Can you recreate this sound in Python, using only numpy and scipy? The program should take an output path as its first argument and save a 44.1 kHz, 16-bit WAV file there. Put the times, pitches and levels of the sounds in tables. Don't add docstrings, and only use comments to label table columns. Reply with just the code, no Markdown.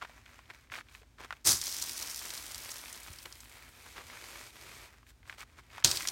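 import sys
import numpy as np
from scipy import signal
from scipy.fft import rfft, irfft
from scipy.io import wavfile
from scipy.ndimage import map_coordinates

SR = 44100
rng = np.random.default_rng(int(sys.argv[2]) if len(sys.argv) > 2 else 0)


def transcribe(signal):
    frames = np.atleast_2d(signal).T
    limited = np.clip(frames, -1, 1)
    pcm = np.round(limited * 32767).astype(np.int16)
    wavfile.write(sys.argv[1], SR, pcm)


N = 269451

# frequency in Hz, relative level in dB.
AIR_EQ = [(25, -28.5), (45, -2.5), (85, -2.5), (130, -9), (180, -19.5), (300, -18), (500, -25.5),
          (2500, -29), (7000, -35), (16000, -44)]
RUSTLE_EQ = [(120, -14), (230, -4.5), (600, -5), (1150, -0.5), (2300, 1), (3200, -6), (6000, -10),
             (16000, -20.5)]
SCRAPE_EQ = [(150, -22), (350, -3), (1000, -8.5), (1700, -11), (2300, -1.5), (3000, -5.5), (4800, -6),
             (8500, -9), (12500, -11.5), (16000, -23)]
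SCUFF_EQ = [(170, -15), (300, -6.5), (600, -6.5), (1150, -1.5), (2100, -3), (4000, -8), (8000, -14.5),
            (16000, -24)]
LANDING_EQ = [(120, -11.5), (270, -3), (500, -5.5), (1100, -0.5), (2200, 0.5), (3200, -2), (6000, -12.5),
              (11000, -12.5), (16000, -20)]
SLIDE_EQ = [(1000, -37.5), (2800, -8.5), (4200, -4.5), (5500, -7.5), (9000, -3), (10500, -4), (16000, -10)]
SPRAY_EQ = [(200, -23.5), (600, -11.5), (1300, -7), (2700, -10.5), (3600, -6), (5700, 2.5), (9000, -2.5),
            (10500, -2), (16000, -15)]
# pitch in Hz, rms level in dB.
HUM_TONES = [(55, -66), (113, -74.5), (242, -79.5)]
# start in seconds, peak in dB before trim, ring in Hz.
CASE_CREAKS = [(0.014, -33, 1300), (0.019, -25.5, 1220), (.0232, -25.5, 1270), (0.026, -25.5, 1220),
               (.0517, -29.5, 1250), (.501, -30, 1600), (.505, -29.5, 2100), (.7, -36, 1760),
               (.719, -29, 2000), (.739, -23, 2260), (.755, -26, 2080), (.787, -30, 1620), (.81, -31, 1700),
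               (.886, -39, 3000), (.95, -31.5, 2190), (1.307, -20.5, 1490), (1.3259, -24, 1324),
               (3.98, -27.5, 1240), (5.03, -45.5, 1210), (5.297, -23, 1944), (5.3264, -29.5, 1755),
               (5.781, -27, 1070)]
# start in seconds, peak in dB before trim, pitch in Hz.
CASE_KNOCKS = [(1.016, -54.5, 444), (2.448, -49, 51), (2.561, -43, 55), (3.101, -38, 80.6),
               (3.97, -53, 59.7), (4.051, -47, 65)]
# start in seconds, length in seconds, level in dB.
FOOT_SHUFFLES = [(-.1, 0.4, -59), (0.237, .22, -58.5), (0.411, 0.28, -61.5), (0.799, 0.2, -67.5),
                 (1.168, .27, -62), (3.47, 0.26, -55), (4.738, 0.3, -61), (5.211, 1, -66.5)]
# start in seconds, length in seconds, level in dB.
HAND_RAKES = [(3.693, 0.43, -58), (4.058, .45, -52.5), (4.463, 0.43, -55.5)]
# start and length in seconds, level in dB, tilt in dB per octave.
SHOE_SCUFFS = [(.008, 0.051, -48.5, -3), (0.49, 0.027, -51, -2), (0.703, .12, -47, 0),
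               (0.882, 0.152, -60, 2.5), (1.179, 0.057, -49.5, -2), (1.221, 0.044, -47.5, -1.5),
               (3.246, 0.036, -49.5, -5), (3.85, 0.025, -51.5, -4), (3.943, 0.089, -49.5, -2),
               (4.1, 0.082, -53, -1.5), (5.056, 0.069, -60, 3), (5.247, 0.13, -55.5, 1),
               (5.37, 0.072, -47.5, 1), (5.562, 0.055, -56.5, -1), (5.696, 0.14, -52, -.5)]
# start in seconds, level in dB before trim, sag in dB per second,
# hold in seconds, 60 dB decay in seconds, landing rustle in dB relative to the level.
SAND_SLIDES = [(1.546, -39, 7, 1.22, 4.1, -10.5), (5.848, -36.5, 44, .3, 1.5, -9.5)]
# start in seconds, peak in dB, ring in Hz.
PEBBLE_HITS = [(1.471, -11, 8540), (1.4916, -28, 7200), (1.503, -17, 6300), (1.614, -20.5, 5830),
               (1.668, -24, 5600), (1.8235, -18, 6260), (2.3038, -26.5, 5200), (2.376, -29, 5330),
               (2.545, -26, 5030), (2.7038, -33, 7000), (2.7162, -29, 6400), (2.927, -32, 7800),
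               (3.074, -40, 4060), (3.2553, -32.5, 2640), (3.3247, -33, 4600), (3.404, -37, 6800),
               (5.8452, -5, 6050), (5.913, -14.5, 5130), (5.9714, -19, 5100), (6.0054, -26, 2200),
               (6.052, -26.5, 1770), (6.0724, -19, 5570), (6.0851, -17, 5230)]
# frequency in Hz, base width in Hz, gain in dB.
PANEL_MODES = [(58, 37, -2.5), (86.4, 24, 0.5), (106.6, 17, 2.5), (251, 38, -4), (328.5, 54, -3)]
# start in seconds, level in dB,
# rise, hold and 60 dB decay in seconds, thud in dB relative to the spray, tilt in dB per octave,
# pitch of the grit as a ratio.
DIRT_BURSTS = [(1.444, -23.5, 0.029, 0.044, 0.24, -18, 0.73, 0.96),
               (5.8395, -22, 0.0079, 0.004, 0.052, -7, -.8, 0.62),
               (5.847, -28.5, 0.0034, 0.012, 0.44, -12.5, -.7, 0.81)]
# delay in seconds, gain in dB.
REFLECTIONS = [(.0019, -30.5), (.0031, -21), (.0052, -29.5), (.0083, -23.5), (0.0124, -19.5)]
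# frequency in Hz, width in Hz, added gain as a factor.
PORT_BANDS = [(1140, 150, 0.0052), (2280, 250, 0.11), (2810, 340, -0.18), (10530, 610, -0.58)]


def amp(db):
    return 10 ** (np.asarray(db) / 20)


def unit(x):
    return x / np.sqrt(np.mean(x ** 2) + 1e-20)


def clock():
    return np.arange(N) / SR


def wobble(rate):
    return map_coordinates(rng.standard_normal(int(N * rate / SR) + 4), [clock() * rate])


def add(track, s, sound):
    start = max(round(s * SR), 0)
    track[start:start + len(sound)] += sound[:max(N - start, 0)]


def colour(x, points, tilt_db=0, size=8192):
    octave = np.log2(np.fft.rfftfreq(size, 1 / SR) + 1)
    hz, db = np.transpose(points)
    curve_db = np.interp(octave, np.log2(hz), db) + tilt_db * (octave - octave.mean())
    cepstrum = irfft(np.log(amp(curve_db) + 1e-6))
    cepstrum[1:size // 2] *= 2
    cepstrum[size // 2 + 1:] = 0
    return signal.fftconvolve(x, irfft(np.exp(rfft(cepstrum))))[:len(x)]


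def resonate(x, hz, width_hz):
    return signal.lfilter(*signal.iirpeak(min(hz, SR / 2 - 1), hz / min(width_hz, SR / 4), SR), x)


def grit(rate, spread_db, t60, dust, size=N):
    hits = rng.random(size) < rate / SR
    sizes = hits * amp(spread_db * np.clip(rng.standard_normal(size), -2, 2))
    energy = signal.lfilter([1], [1, -amp(-60 / (t60 * SR)) ** 2], sizes ** 2)
    envelope = np.sqrt(energy / (energy.mean() + 1e-20) + dust ** 2)
    return unit(envelope * rng.standard_normal(size))


def stroke(length):
    return np.sin(np.linspace(0, np.pi, int(length * SR)))


def slide_flow(s, db, sag_db, hold, t60, rise_s=0.099):
    t = clock() - s
    level_db = db - sag_db * np.clip(t, 0, hold) - 60 * np.maximum(t - hold, 0) / t60
    return np.clip(t / rise_s, 0, 1) * amp(level_db)


def scatter(s, length, rate, db, spread_db, hz, size=64):
    times = (np.arange(size) + rng.random(size)) / rate
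    peaks_db = db + spread_db * np.clip(rng.standard_normal(size), -2, 2)
    rings_hz = hz * np.exp(0.41 * rng.standard_normal(size))
    return np.column_stack([s + times, peaks_db, rings_hz])[times < length]


def night():
    air = amp(-63.5) * unit(colour(rng.standard_normal(N), AIR_EQ))
    hum = sum(amp(db) * unit(np.sin(2 * np.pi * hz * clock() + 0.59 * wobble(0.93)))
              for hz, db in HUM_TONES)
    return air + hum


def camera(creak_trim_db=-3.5, knock_trim_db=1.0):
    out, t = np.zeros(N), np.arange(SR // 10) / SR
    slips = list(CASE_CREAKS)
    for s, length, db, _ in SHOE_SCUFFS:
        slips.extend(scatter(s, length, rate=36, db=db + 10, spread_db=5.5, hz=1540))
    for s, length, db in FOOT_SHUFFLES:
        fidgets = scatter(s, length, rate=12, db=db + 12, spread_db=5.5, hz=1540)
        slips.extend(fidgets[fidgets[:, 0] > 0])
    case_high_cut = signal.butter(4, 2940, fs=SR, output="sos")
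    case_low_cut = signal.butter(2, 727, "highpass", fs=SR, output="sos")
    rubs = rng.standard_normal((160, len(t)))
    for (s, db, hz), rub in zip(slips, rubs):
        slip = signal.unit_impulse(len(t)) + amp(-21.5 - 60 * t / 0.031) * rub
        ring = signal.sosfilt(case_high_cut, resonate(slip, hz, 0.62 * hz))
        snap = amp(-24) * resonate(slip, hz=3950, width_hz=3040)
        click = signal.sosfilt(case_low_cut, ring + snap)
        add(out, s, amp(db + creak_trim_db) * click / np.abs(click).max())
    for s, db, hz in CASE_KNOCKS:
        envelope = amp(db + knock_trim_db - 60 * t / 0.055) * np.minimum(t / 0.00078, 1)
        add(out, s, envelope * np.sin(2 * np.pi * hz * t))
    return out


def shuffles_and_rakes(rake_rise_s=0.18, rake_fall_s=0.069):
    coarse = grit(rate=160, spread_db=4.5, t60=.007, dust=1.2)
    fine = grit(rate=450, spread_db=4.5, t60=.005, dust=1.2)
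    feet, hand, t = np.zeros(N), np.zeros(N), clock()
    for s, length, db in FOOT_SHUFFLES:
        skip = max(round(-s * SR), 0)
        add(feet, s, amp(db) * stroke(length)[skip:])
    for s, length, db in HAND_RAKES:
        ramp = np.minimum((t - s) / rake_rise_s, (s + length - t) / rake_fall_s)
        hand += amp(db) * np.clip(ramp, 0, 1) ** .5
    stirring = np.hypot(feet, amp(-.5) * hand)
    rustle = amp(1.1 * wobble(21.94)) * stirring * unit(colour(coarse, RUSTLE_EQ))
    scrape = amp(0.52 * wobble(18)) * hand * unit(colour(fine, SCRAPE_EQ))
    return rustle + scrape


def scuffs():
    out = np.zeros(N)
    for s, length, db, tilt_db in SHOE_SCUFFS:
        push = stroke(length)
        grains = grit(rate=700, spread_db=4.3, t60=.004, dust=.75, size=SR // 4)
        crunch = unit(colour(grains, SCUFF_EQ, tilt_db)[:len(push)])
        add(out, s, amp(db) * push * crunch)
    return out


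def landing_sand(sag_share=0.14):
    flow = sum(slide_flow(s, db + rustle_db, sag_share * sag_db, hold, t60)
               for s, db, sag_db, hold, t60, rustle_db in SAND_SLIDES)
    grains = grit(rate=160, spread_db=4.5, t60=.007, dust=1.2)
    return amp(1.07 * wobble(12)) * flow * unit(colour(grains, LANDING_EQ))


def sliding_sand(trim_db=-2.5):
    flow = sum(slide_flow(s, db, sag_db, hold, t60) for s, db, sag_db, hold, t60, _ in SAND_SLIDES)
    grains = grit(rate=210, spread_db=4.7, t60=.013, dust=.9)
    sand = unit(colour(grains, SLIDE_EQ))
    ring = unit(resonate(sand, hz=5540, width_hz=1240)) * flow / flow.max()
    return amp(trim_db + 0.26 * wobble(25.94)) * flow * (sand + 0.92 * ring)


def pebbles(stray_fall_db_per_s=1):
    out, t = np.zeros(N), np.arange(SR // 10) / SR
    stones = list(PEBBLE_HITS)
    for start, flow_db, _, hold, _, _ in SAND_SLIDES:
        strays = scatter(start, 1.4 * hold, rate=13, db=flow_db + 2.5, spread_db=0, hz=6550)
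        stones += [(s, db - stray_fall_db_per_s * (s - start), hz) for s, db, hz in strays]
    attack = np.minimum(t / .0007, 1)
    decay = amp(-60 * t / .018) + amp(-13 - 60 * t / .035)
    bursts = attack * decay * rng.standard_normal((160, len(t)))
    for (s, db, hz), burst in zip(stones, bursts):
        tick = resonate(resonate(burst, hz, 0.55 * hz), hz, 3 * hz)
        add(out, s, amp(db) * tick / np.abs(tick).max())
    return out


def throws():
    out, t = np.zeros(N), np.arange(SR // 2) / SR
    for s, db, rise, hold, t60, thud_db, tilt_db, pitch in DIRT_BURSTS:
        flow = np.minimum(t / rise, 1) * amp(-60 * np.maximum(t - rise - hold, 0) / t60)
        grains = grit(rate=1800, spread_db=2.6, t60=0.0047, dust=0.61, size=len(t))
        pitched_eq = [(pitch * hz, band_db) for hz, band_db in SPRAY_EQ]
        spray = unit(colour(grains, pitched_eq, tilt_db))
        push = rng.standard_normal(len(t))
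        thud = unit(sum(amp(mode_db) * resonate(resonate(push, hz, 1.5 * width), hz, 1.49 * width)
                        for hz, width, mode_db in PANEL_MODES))
        add(out, s, amp(db) * flow * (spray + amp(thud_db) * thud))
    return out


def reflect(x):
    out = x.copy()
    for delay, db in REFLECTIONS:
        add(out, delay, amp(db) * x)
    return out


def scene():
    dirt = throws() + pebbles() + sliding_sand() + landing_sand() + shuffles_and_rakes() + scuffs()
    return (reflect(dirt) + camera() + night())[None]


def record(dry, low_cut_hz=38, high_cut_hz=15900):
    heard = dry + sum(gain * resonate(dry, hz, width) for hz, width, gain in PORT_BANDS)
    heard = signal.sosfilt(signal.butter(4, low_cut_hz, "highpass", fs=SR, output="sos"), heard)
    return signal.sosfilt(signal.ellip(12, .1, 80, high_cut_hz, fs=SR, output="sos"), heard)


dry = scene()
out = record(dry)
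transcribe(out)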